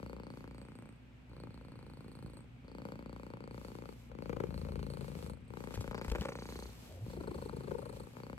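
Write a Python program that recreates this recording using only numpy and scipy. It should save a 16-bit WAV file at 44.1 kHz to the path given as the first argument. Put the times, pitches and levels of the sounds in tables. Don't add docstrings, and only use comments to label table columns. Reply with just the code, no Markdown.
import sys
import numpy as np
from scipy import signal
from scipy.fft import rfft, irfft, next_fast_len
from scipy.io import wavfile
from scipy.ndimage import uniform_filter1d, map_coordinates

SR = 44100
rng = np.random.default_rng(int(sys.argv[2]) if len(sys.argv) > 2 else 0)


def generate_wav(sig):
    pcm = np.round(np.clip(np.atleast_2d(sig).T, -1, 1) * 32767).astype(np.int16)
    wavfile.write(sys.argv[1], SR, pcm)


N = 369558
T = np.arange(N) / SR

# way, start_s, end_s, first_hz, middle_hz, last_hz (flutter rate), rattle_ms (mid-breath, per cycle),
# later (slaps after the first, ratio to it), body_db, body_swell_db (over the breath), hollow_db (windpipe),
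# throat_db, swell_db (throat), mouth_db (snap), tick_db (against the snap), nose_low_db, nose_high_db
BREATHS = [("in", -0.005, 0.94, 29.7, 28.75, 29.6, 2.3, .05, -54.5, -9, -59.5, -63.5, -15, -67, -6, -76, -86),
           ("out", 1.297, 2.44, 28.99, 27.73, 27.59, 2.46, 0.26, -55, 0.86, -63.5, -67.5, 2.1, -70, -8, -74, -82),
           ("in", 2.647, 3.94, 29.3, 28.85, 29.04, 2.2, 0.16, -52.5, -0.3, -57.5, -60, 3.5, -65.5, -6, -75.5, -87.5),
           ("in", 4.1155, 4.47, 28.0, 28.1, 28.3, 3.16, .05, -49, 9.2, -55, -51.5, 21, -61, -6, -78.5, -93),
           ("out", 4.471, 5.36, 28.0, 27.8, 27.48, 10, 0.34, -45, -3.5, -60, -57, -0.81, -65, -2.8, -72.5, -76),
           ("in", 5.504, 6.69, 29.72, 29.31, 30.01, 2.95, 0.12, -50.5, -0.73, -58, -56, -0.69, -61, -4, -86, -83.5),
           ("out", 7.063, 8.08, 29.2, 27.35, 28.2, 11.5, 2.1, -49.5, -7, -57, -56.5, 0, -63, -10, -72.5, -78),
           ("in", 8.135, 8.45, 29, 31, 25, 2.67, 0.12, -52.5, 10, -61, -57.5, 6.8, -62.5, -7, -75.5, -95)]
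# time_s, away (0-1)
AWAY = [(.3, 0.93), (.7, 1), (2.4, 1), (2.8, 0.7)]
# freq_hz, level_db
CHEEK = [(200, 2.5), (800, -4.5), (1400, -12), (2600, -9), (4000, -11.5), (9000, -21.5)]
ATTACK_S, RELEASE_S = 0.046, 0.096
PAUSE_MOUTH_DB = -25


def undb(db):
    return 10 ** (np.asarray(db) / 20)


def follow(rows, t=T):
    s, *columns = np.transpose(rows)
    return [np.interp(t, s, c) for c in columns]


def read(points, hz):
    f, value = np.transpose(points)
    return np.interp(np.log(hz + 1), np.log(f), value)


def unit(x):
    return x / np.sqrt(np.mean(x ** 2) + 1e-20)


def steady(x, size=3060):
    mid = np.atleast_2d(x).mean(0)
    power = uniform_filter1d(uniform_filter1d(mid ** 2, size), size)
    return x / np.sqrt(abs(power) + 1e-4 * np.mean(mid ** 2))


def colour(x, points, size=8192):
    log_gain = np.log(undb(read(points, abs(np.fft.fftfreq(size, 1 / SR)))))
    spectrum = np.exp(np.conj(signal.hilbert(log_gain)))
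    taps = np.fft.ifft(spectrum).real[:size // 2]
    return signal.oaconvolve(x, taps)[:N]


def resonate(x, hz, width_hz):
    turn = np.exp(2j * np.pi * np.cumsum(hz * np.ones(N)) / SR)
    r = np.exp(-np.pi * width_hz / SR)
    return 2 * (turn * signal.lfilter([1 - r], [1, -r], x / turn + 1e-18)).real


def resonate_twice(x, hz, width_hz):
    return resonate(resonate(x, hz, width_hz), hz, width_hz)


def clicks(times_s, sizes):
    at = np.clip(np.round(np.ravel(times_s) * SR).astype(int), 0, N)
    return np.bincount(at, np.ravel(sizes), N + 1)[:N]


def place(x, side_db, lead_ms):
    ratio, lag = undb(side_db), lead_ms * SR / 1000
    late = map_coordinates(x, [np.arange(N) - lag], order=3)
    return np.array([ratio * x, late]) * 2 / (1 + ratio)


def wander(per_s):
    values = rng.standard_normal(1000)
    return np.interp(T * per_s, np.arange(len(values)), values)


def held(start_s, end_s, rise_s, fall_s):
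    return np.clip(.5 + np.minimum((T - start_s) / rise_s, (end_s - T) / fall_s), 0, 1)


def droop(x, lag_cycles=0.7, knee_hz=160):
    hz = np.fft.rfftfreq(2 * N, 1 / SR)
    return irfft(rfft(x, 2 * N) * np.exp(-2j * np.pi * lag_cycles * np.log1p(hz / knee_hz)))[:N]


def breath(t=T):
    names = "start end first middle last rattle later body body_swell hollow throat swell mouth tick nose_low nose_high".split()
    outflow = {"in": 0.34, "out": 0.66}
    rows = np.array([row[1:] for row in BREATHS])
    which = np.maximum(np.searchsorted(rows[:, 0], t, "right") - 1, 0)
    now = {name: column[which] for name, column in zip(names, rows.T)}
    now["outflow"] = np.array([outflow[row[0]] for row in BREATHS])[which]
    now["inward"] = np.array([row[0] == "in" for row in BREATHS])[which]
    now["along"] = np.clip((t - now["start"]) / (now["end"] - now["start"]), 0, 1)
    return now


def surge(t=T):
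    # time_s, half_length_s, throat_db, body_db, added_rattle_ms
    surge_rows = [(0.857, 0.075, 2.5, 1, 0.5), (1.436, 0.049, 5.5, 5, 0.5), (2.243, 0.022, 0, 10, 1),
                  (2.693, 0.044, -3.5, -5, 0), (2.859, 0.084, 6.5, 1, 4.5), (4.117, 0.0095, 11, 0, -0.5),
                  (4.293, 0.031, 3.5, 5, 2), (4.803, 0.056, 5, 3, -0.5), (5.969, 0.11, 7, 1, 2),
                  (6.149, 0.035, 10, 2.5, 3.5), (6.271, 0.07, 11, -1, 0.2), (7.306, .025, 6, -1, -2),
                  (7.552, 0.046, -1.5, 5, 0), (7.625, 0.019, -2, -1, 0.5), (7.7, 0.04, 6, 3.5, -2),
                  (8.033, 0.02, -6.5, 2, 0.5), (8.07, 0.0087, 8.5, 4, -1.5)]
    s, half_s, throat_db, body_db, rattle_ms = np.transpose(surge_rows)
    bumps = np.exp(-((t[:, None] - s) / half_s) ** 2)
    return bumps @ throat_db, bumps @ body_db, bumps @ rattle_ms


def rattle(t, edge_ms=2.3):
    now = breath(t)
    arch = np.sqrt(abs(np.sin(np.pi * now["along"])))
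    return edge_ms + (now["rattle"] - edge_ms) * arch + surge(t)[2]


def flutter(now):
    u = now["along"]
    rate_hz = now["first"] * (1 - u) * (1 - 2 * u)
    rate_hz = rate_hz + now["middle"] * 4 * u * (1 - u) + now["last"] * u * (2 * u - 1)
    starts = []
    for s in np.unique(now["start"]):
        inside = now["start"] == s
        t, run_hz = T[inside], rate_hz[inside]
        turns = np.cumsum(run_hz) / SR + (t[0] - s) * run_hz[0]
        starts.extend(np.interp(np.arange(round(turns[-1])), turns, t))
    return np.interp(T, starts + [starts[-1] + 1 / rate_hz[-1]], np.arange(len(starts) + 1))


def strength(now, size=700, early_s=0.0073, pause_body_db=-10, pause_throat_db=-19.5,
             mouth_per_swell=0.63, mouth_per_surge=0.85):
    flowing = sum(held(start - early_s, end, ATTACK_S, RELEASE_S) for _, start, end, *_ in BREATHS)
    pause = 1 - np.minimum(flowing, 1)
    ramp = now["along"] - .5
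    throat_surge, body_surge, _ = surge()
    body_swell, throat_swell = now["body_swell"] * ramp, now["swell"] * ramp
    body = now["body"] + body_swell + body_surge + pause_body_db * pause
    throat = now["throat"] + throat_swell + throat_surge + pause_throat_db * pause
    mouth = now["mouth"] + mouth_per_swell * throat_swell + mouth_per_surge * throat_surge
    mouth = mouth + PAUSE_MOUTH_DB * pause
    hollow = now["hollow"] + body_swell + (body_surge + throat_surge) / 2 + pause_throat_db * pause
    return uniform_filter1d(np.array([body, hollow, throat, mouth]), size), pause


def glottis(turns, jitter_in_ms=.5, jitter_out_ms=.8, uneven_db=1.74, force_db=3.5, between=0.96,
            slip=0.045, push_ms=1.78, close_ms=19., close_slap=0.055, count=6,
            strain_db=-52.5, slap_per_db=0.24):
    ms = 1 / 1000
    start = np.interp(np.arange(int(turns[-1]) + 1), turns, T)
    chance = rng.standard_normal((len(start), 5))
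    early, force = rng.standard_normal((2, len(start), count))
    rattle_ms, now = rattle(start), breath(start)
    outflow = now["outflow"]
    jitter_ms = np.where(now["inward"], jitter_in_ms, jitter_out_ms)
    effort_db = now["throat"] + now["swell"] * (now["along"] - .5) + surge(start)[0]
    later = now["later"] + slap_per_db * np.maximum(effort_db - strain_db, 0)
    start = start + jitter_ms * ms * chance[:, 0]
    size = undb(uneven_db * chance[:, 1])
    length_s = abs(rattle_ms) * ms * np.exp(.2 * chance[:, 2])
    share = np.linspace(0, 1, count)
    long = np.clip(rattle_ms / 10 - .3, 0, 1)[:, None]
    inner = (share > 0) & (share < 1)
    profile = np.where(inner, between * long * np.sin(np.pi * share), 1 - 0.83 * long)
    weight = later[:, None] * profile * undb(force_db * force)
    slap_s = start[:, None] + length_s[:, None] * (share + slip * early * inner)
    slaps = clicks(slap_s, np.where(share > 0, weight, 1) * size[:, None])
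    shut = start + (close_ms + 1.59 * chance[:, 3]) * ms
    closing = clicks(shut, size * outflow * undb(2.6 * chance[:, 4]))
    pushes = clicks(start + push_ms * ms + length_s / 4, size * (1 - outflow)) + closing
    return clicks(start, size), slaps + close_slap * closing, pushes


def strays(turns, share=.35, level_db=-4.0, spread_db=3):
    when, chance, size = rng.random((3, int(turns[-1])))
    times_s = np.interp(np.arange(len(when)) + .33 + .25 * when, turns, T)
    return clicks(times_s, (chance < share) * undb(level_db + spread_db * (2 * size - 1.5)))


def purr(chest_hz=58, chest_width_hz=30, throat_width_hz=240, throat_wander=0.07, chest_db=-4.0,
         chest_wander_db=2.5, snap_db=1, rough=0.023, wall_lag_cycles=0.48, chest_away_db=-4,
         leaning_db=6.0, hollow_hz=250, hollow_width_hz=170, uneven_in_db=1.17, uneven_out_db=2.0,
         stray_in=.7, stray_out=0.85, chest_out_db=3, tick_air=0.19, ahead_s=0.016):
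    # time_s, freq_hz
    throat_curve = [(0, 523), (2.8, 510), (3.8, 476), (4.35, 463), (5.6, 468), (7.2, 443), (7.65, 430),
                    (7.88, 495)]
    # time_s, body_left_right_db, head_left_right_db, left_lead_ms
    place_curve = [(0, 2, 13, 0.27), (.8, -1, 6.5, 0.093), (2.3, -1.5, 7.5, 0.073), (2.8, 1.5, 10, 0.24),
                   (3.6, 2.5, 9, 0.28), (4.3, 8, 20, 0.32), (5.3, 7, 27, 0.3), (5.8, 10, 14, 0.19),
                   (6.3, 2, 3.5, 0.13), (7.3, 2.5, 9.5, 0.26), (7.8, 7, 13, 0.31), (8.38, 2, 11, 0.25)]
    # freq_hz, level_db
    thump_spectrum = [(25, -41), (55, -16.5), (85, -1), (125, 6), (175, 5), (260, -8), (340, -11.5),
                      (480, -20), (900, -50), (3000, -99.5)]
    throat_spectrum = [(100, -27), (250, -7.5), (350, -1), (550, 0), (700, -15.5), (1000, -39.5),
                       (2500, -58.5)]
    snap_spectrum = [(200, -25.5), (620, -15.5), (760, -4), (880, 2), (1100, -1.5), (1450, -4.5),
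                     (1800, -14.5), (2600, -36.5), (5000, -33.5), (12000, -90)]
    tick_spectrum = [(600, -43.5), (1500, 5.5), (2500, 7.5), (3400, 2), (4400, -1.5), (5300, -7),
                     (8300, -8), (12000, -8), (16000, -13)]
    now = breath()
    inward = now["inward"]
    turns = flutter(now)
    opening, slaps, pushes = glottis(turns)
    (body_level, hollow_level, throat_level, mouth_level), pause = strength(breath(T + ahead_s))
    body_side, head_side, lead_ms = follow(place_curve)
    puffs = signal.lfilter([1], [1, -np.exp(-1 / (0.0025 * SR))], slaps) * rng.standard_normal(N)
    flaps = slaps + strays(turns) * np.where(inward, stray_in, stray_out) + rough * puffs
    drive = droop(flaps)
    uneven_db = np.where(inward, uneven_in_db, uneven_out_db)
    wall = droop(colour(pushes, thump_spectrum), wall_lag_cycles)
    chest = resonate_twice(wall, chest_hz, chest_width_hz)
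    chest_level = body_level + chest_db + chest_wander_db * wander(6.3) + chest_away_db * follow(AWAY)[0]
    chest_level = chest_level + leaning_db * held(6.36, 6.78, ATTACK_S, RELEASE_S)
    chest_level = chest_level + chest_out_db * uniform_filter1d(1. - inward, size=2000)
    hollow = resonate_twice(drive, hollow_hz, hollow_width_hz)
    throat_hz = follow(throat_curve)[0] * (1 + throat_wander * wander(28))
    ring = colour(resonate(drive, throat_hz, throat_width_hz), throat_spectrum)
    snap = colour(flaps, snap_spectrum)
    ring_level = throat_level + uneven_db * wander(28)
    snap_level = mouth_level + snap_db + uneven_db * wander(28)
    parts = [(chest, chest_level, body_side),
             (wall, body_level, body_side),
             (hollow, hollow_level, (body_side + head_side) / 2),
             (ring, ring_level, head_side),
             (snap, snap_level, head_side)]
    low = sum(undb(level) * steady(place(x, side, lead_ms)) for x, level, side in parts)
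    low = low + place(burr(turns), head_side, lead_ms)
    tick = steady(colour(opening + .5 * slaps + tick_air * puffs, tick_spectrum))
    tick = undb(mouth_level + now["tick"]) * tick
    high = tick + nose(now, pause, turns, slaps, opening) + bite(now, mouth_level, slaps) + wheeze(turns)
    return low + place(high, -3.5, lead_ms)


def nose(now, pause, turns, slaps, opening, low_hz=4600, high_hz=8500, top_hz=11900, low_width_hz=420,
         high_width_hz=900, top_width_hz=2600, sag=0.094, air_share=1.0, air_in=0.51, air_out=0.56,
         top_db=-6.0, level_db=5, uneven_db=3.5, low_per_swell=0.39, high_swell_db=14.5, away_db=-6.5):
    gate = np.exp(-(((turns + .3) % 1 - .5) / .25) ** 2) + .12
    air, knock = unit(gate * rng.standard_normal(N)), unit(slaps + opening)
    hz = low_hz * (1 - sag * now["outflow"])
    low_drive = knock + np.where(now["inward"], air_in, air_out) * air
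    low = resonate(resonate(low_drive, hz, low_width_hz), hz, 2 * low_width_hz)
    high_drive = air + air_share * knock
    high = resonate_twice(high_drive, high_hz, high_width_hz)
    top = resonate_twice(high_drive, top_hz, top_width_hz)
    ramp, turned_db = now["along"] - .5, away_db * follow(AWAY)[0]
    low_db = now["nose_low"] + low_per_swell * now["swell"] * ramp + turned_db
    high_db = now["nose_high"] + high_swell_db * ramp
    upper = unit(high) + undb(top_db + turned_db) * unit(top)
    gain = undb(level_db + uneven_db * wander(25) + PAUSE_MOUTH_DB * pause)
    return gain * (undb(low_db) * steady(low) + undb(high_db) * upper)


def bite(now, mouth_level, slaps, hz=2300, width_hz=480, hard_db=-58, level_db=-9, growth=0.99,
         air_in=.35, air_out=1.6, out_db=-3):
    drive = steady(slaps) + np.where(now["inward"], air_in, air_out) * rng.standard_normal(N)
    ring = steady(resonate_twice(drive, hz, width_hz))
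    way_db = np.where(now["inward"], 0, out_db)
    return undb(hard_db + level_db + growth * (mouth_level - hard_db) + way_db) * ring


def stroking(rise_s=0.11, fall_s=0.12, resting_db=-91.5):
    # start_s, end_s, relative_level_db
    stroke_rows = [(-.05, 0.107, -76.5), (0.34, 0.432, -76), (0.622, .78, -92), (1.8, 2.317, -92),
                   (2.8, 3.0, -78.5), (3.15, 3.302, -78), (3.54, 4.07, -71.5), (4.218, 4.897, -74),
                   (4.93, 5.304, -70), (5.55, 5.895, -66.5), (6.022, 6.423, -70), (6.447, 6.753, -62.5),
                   (6.765, 7.023, -65.5), (7.022, 8.259, -71), (8.26, 8.5, -74)]
    strokes = sum(undb(db) * held(start, end, rise_s, fall_s) for start, end, db in stroke_rows)
    return undb(resting_db) + strokes


def fur(level_db=5, hairs_per_s=500, spread_db=5, grainy=0.6, patchy_db=2.5, near=0.38, lead_ms=.11):
    # freq_hz, level_db
    fur_spectrum = [(200, 10.5), (700, 11), (1500, 4), (2500, 4.5), (4000, 4.5), (6300, 1), (8000, 0.5),
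                    (12000, 3), (14000, 7), (16000, -6)]
    hit = rng.random(N) < hairs_per_s / SR
    hairs = hit * undb(spread_db * np.minimum(rng.exponential(1, N), 4)) * rng.choice([-1, 1], N)
    brush = rng.standard_normal((2, N)) + grainy * place(unit(hairs), 0, 0.11)
    brush = brush + near * place(rng.standard_normal(N), 0, lead_ms)
    gain = stroking() * undb(level_db + patchy_db * wander(22))
    return gain * unit(np.array([colour(channel, fur_spectrum) for channel in brush]))


def room_air(level_db=-59, rumble_hz=42):
    # freq_hz, level_db
    air_spectrum = [(18, -79), (30, -14), (41, 2), (64, -10), (85, -4.5), (114, 7), (187, -12), (237, 2),
                    (307, -14.5), (1140, -22), (1850, -24.5), (2330, -20.5), (2800, -24.5), (3880, -32.5),
                    (6000, -41.5), (15500, -45)]
    # freq_hz, likeness (0-1)
    likeness = [(60, 0.96), (250, 0.65), (640, 0), (3000, 0.03)]
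    # freq_hz, rms_db
    hum_rows = [(60, -65.5), (120, -64.5), (259, -72)]
    a, b = rfft(rng.standard_normal((2, next_fast_len(N))))
    hz = np.linspace(0, SR / 2, len(a))
    same = np.clip(read(likeness, hz), 0, 1)
    shape = undb(read(air_spectrum, hz)) * hz ** 2 / (hz ** 2 + rumble_hz ** 2)
    air = irfft(np.array([a, same * a + np.sqrt(1 - same ** 2) * b]) * shape)[:, :N]
    hum = sum(undb(db) * np.sqrt(2) * np.sin(2 * np.pi * (f * T + rng.random())) for f, db in hum_rows)
    return undb(level_db) * unit(air) + hum


def room_echo(x, size=256):
    # freq_hz, t60_s
    decay = [(80, 0.28), (300, 0.19), (1500, 0.097), (10000, 0.14)]
    taps = rng.choice([-1., 1.], (2, SR // 2)) * (rng.random((2, SR // 2)) < 2000 / SR)
    taps[:, :size] = 0
    hz, t, z = signal.stft(taps, SR, nperseg=size)
    fade = undb(-60 * t / read(decay, hz)[:, None])
    tail = signal.istft(z * fade, SR, nperseg=size)[1]
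    return signal.oaconvolve(x.mean(0)[None], tail / np.linalg.norm(tail[0]), axes=1)[:, :N]


def nuzzle(level_db=-58.0, at_s=6.1, lasts_s=0.35, patchy_db=6.5, grainy_db=5, grains_per_s=900):
    grains = rng.standard_normal(N)[(T * grains_per_s).astype(int)]
    rub = unit(colour(rng.standard_normal(N) * undb(grainy_db * np.minimum(grains, 2)), CHEEK))
    swell = np.exp(-((T - at_s) / lasts_s) ** 2)
    return place(undb(level_db + patchy_db * wander(70)) * swell * rub, 2.7, 0.12)


def scrapes(width_hz=1800, side_db=1, lead_ms=0.082, crack_db=25, grainy_db=4):
    # start_s, time_to_peak_s, scrape_db, scrape_hz, sizzle_db
    scrape_rows = [(5.739, 0.0073, -55, 2530, -52.5), (5.756, 0.00085, -47.5, 1300, -64),
                   (5.804, 0.0065, -65, 2600, -52.5), (6.043, 0.0031, -55.5, 2000, -55),
                   (6.078, 0.0058, -60, 1900, -58), (6.116, 0.0018, -45.5, 2900, -46.5),
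                   (6.158, 0.0024, -48, 1800, -61), (6.2093, 0.0012, -42, 2700, -46.5),
                   (6.22, 0.0015, -47, 1390, -62), (6.231, 0.0011, -56, 1000, -68),
                   (6.269, 0.0017, -53, 1400, -71)]
    # freq_hz, level_db
    sizzle_spectrum = [(1500, -10), (4000, 2), (7000, 3), (13000, -3), (16000, -12)]
    out, t = np.zeros(N), np.arange(SR // 8) / SR
    sizzle = unit(colour(rng.standard_normal(N), sizzle_spectrum))
    for s, peak_s, scrape_db, hz, sizzle_db in scrape_rows:
        span = slice(round(s * SR), round(s * SR) + len(t))
        edges_hz = [max(hz - width_hz / 2, 300), hz + width_hz / 2]
        band = signal.butter(2, edges_hz, "bandpass", fs=SR)
        noise, grain = rng.standard_normal((2, len(t)))
        rasp = unit(signal.lfilter(*band, noise * undb(grainy_db * grain)))
        envelope = t / peak_s * np.exp(1 - t / peak_s)
        out[span] += envelope * (undb(scrape_db) * rasp + undb(sizzle_db) * sizzle[span])
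    s, peak_s, scrape_db, _, _ = np.transpose(scrape_rows)
    cracks = droop(colour(clicks(s + peak_s, undb(scrape_db + crack_db)), CHEEK))
    return place(out - cracks, side_db, lead_ms)


def nudges(peak_cycles=0.57, side_db=5):
    # start_s, thud_db, thud_hz
    nudge_rows = [(5.770, -35, 76.5), (5.79, -31, 94), (5.885, -39, 51), (6.078, -34, 62),
                  (6.113, -29.5, 56), (6.189, -35, 69), (6.21, -31.5, 171)]
    out, t = np.zeros(N), np.arange(SR // 8) / SR
    for s, thud_db, hz in nudge_rows:
        age = t * hz / peak_cycles
        out[round(s * SR):][:len(t)] -= undb(thud_db) * age * np.exp(1 - age) * np.sin(2 * np.pi * hz * t)
    return place(out, side_db, 0.2)


def wheeze(turns, width_hz=900, late=0.3, spread=0.18):
    # start_s, end_s, freq_hz, level_db
    wheeze_rows = [(5.932, 6.07, 4750, -66.5), (6.272, 6.697, 6170, -69.5), (6.302, 6.69, 4270, -64.5)]
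    air = np.exp(-((turns % 1 - late) / spread) ** 2) * rng.standard_normal(N)
    out = np.zeros(N)
    for start, end, hz, db in wheeze_rows:
        hiss = unit(resonate_twice(air, hz, width_hz))
        out += undb(db) * held(start, end, ATTACK_S, RELEASE_S) * hiss
    return out


def drag(waver=0.071, waver_db=1.5, scuff_db=-58):
    # time_s, level_db, pitch_hz
    drag_curve = [(6.82, -81, 74.4), (6.92, -56, 78.6), (7, -50, 94.6), (7.045, -42, 107), (7.07, -53, 130),
                  (7.16, -71, 135)]
    # freq_hz, level_db
    scuff_spectrum = [(150, -34), (350, -1), (600, 4), (800, -8.5), (1100, -28), (3000, -40), (9000, -63)]
    level_db, hz = follow(drag_curve)
    phase = 2 * np.pi * np.cumsum(hz * (1 + waver * wander(60))) / SR
    groan = np.sqrt(2) * np.sin(phase) * undb(waver_db * wander(40))
    sounding = (T > drag_curve[0][0]) * (T < drag_curve[-1][0])
    scuff = unit(colour(rng.standard_normal(N), scuff_spectrum)) * np.exp(-((T - 6.96) / .09) ** 2)
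    return place(undb(level_db) * groan * sounding + undb(scuff_db) * scuff, 0.76, 0.19)


def burr(turns, late=.31, spread=0.1, late_wander=0.0609, pitch_wander=.08, fall=.25, overtone_db=-15,
         uneven_db=3.0):
    # time_s, pitch_hz, level_db
    burr_curve = [(7.12, 420.8, -60), (7.18, 379.8, -50), (7.215, 318.7, -49), (7.25, 469.8, -51),
                  (7.29, 419, -51), (7.35, 401, -51.5), (7.42, 450.3, -48), (7.49, 440, -54.5),
                  (7.545, 450.2, -48), (7.62, 472.2, -60), (7.69, 366.1, -52), (7.76, 459.2, -44),
                  (7.79, 485, -53), (7.86, 508, -53), (7.91, 500, -59), (7.97, 471.4, -59),
                  (8.02, 471, -68)]
    hz, level_db = follow(burr_curve)
    age = turns % 1 - late - late_wander * wander(20)
    phase = 2 * np.pi * np.cumsum(hz * (1 + pitch_wander * wander(70) - fall * age)) / SR
    tone = np.sin(phase) + undb(overtone_db) * np.sin(2 * phase)
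    grains = steady(np.exp(-(age / spread) ** 2) * tone)
    sounding = (T > burr_curve[0][0]) * (T < burr_curve[-1][0])
    return undb(level_db + uneven_db * wander(28)) * grains * sounding


def scene(wet_db=-15, away_db=6):
    cat = purr()
    echo = undb(wet_db + away_db * follow(AWAY)[0]) * room_echo(cat)
    return cat + echo + fur() + nuzzle() + nudges() + scrapes() + drag() + room_air()


def record(dry, edge_hz=15850):
    # freq_hz, level_db
    port_spectrum = [(8600, 1), (9400, -15), (10300, -3), (11000, -1), (13600, -4), (14800, -27),
                     (15600, -7)]
    heard = np.array([colour(channel, port_spectrum) for channel in dry])
    low_pass = signal.firwin(511, edge_hz, window=("kaiser", 9), fs=SR)
    return signal.oaconvolve(heard, low_pass[None], "same")


dry = scene()
out = record(dry)
generate_wav(out)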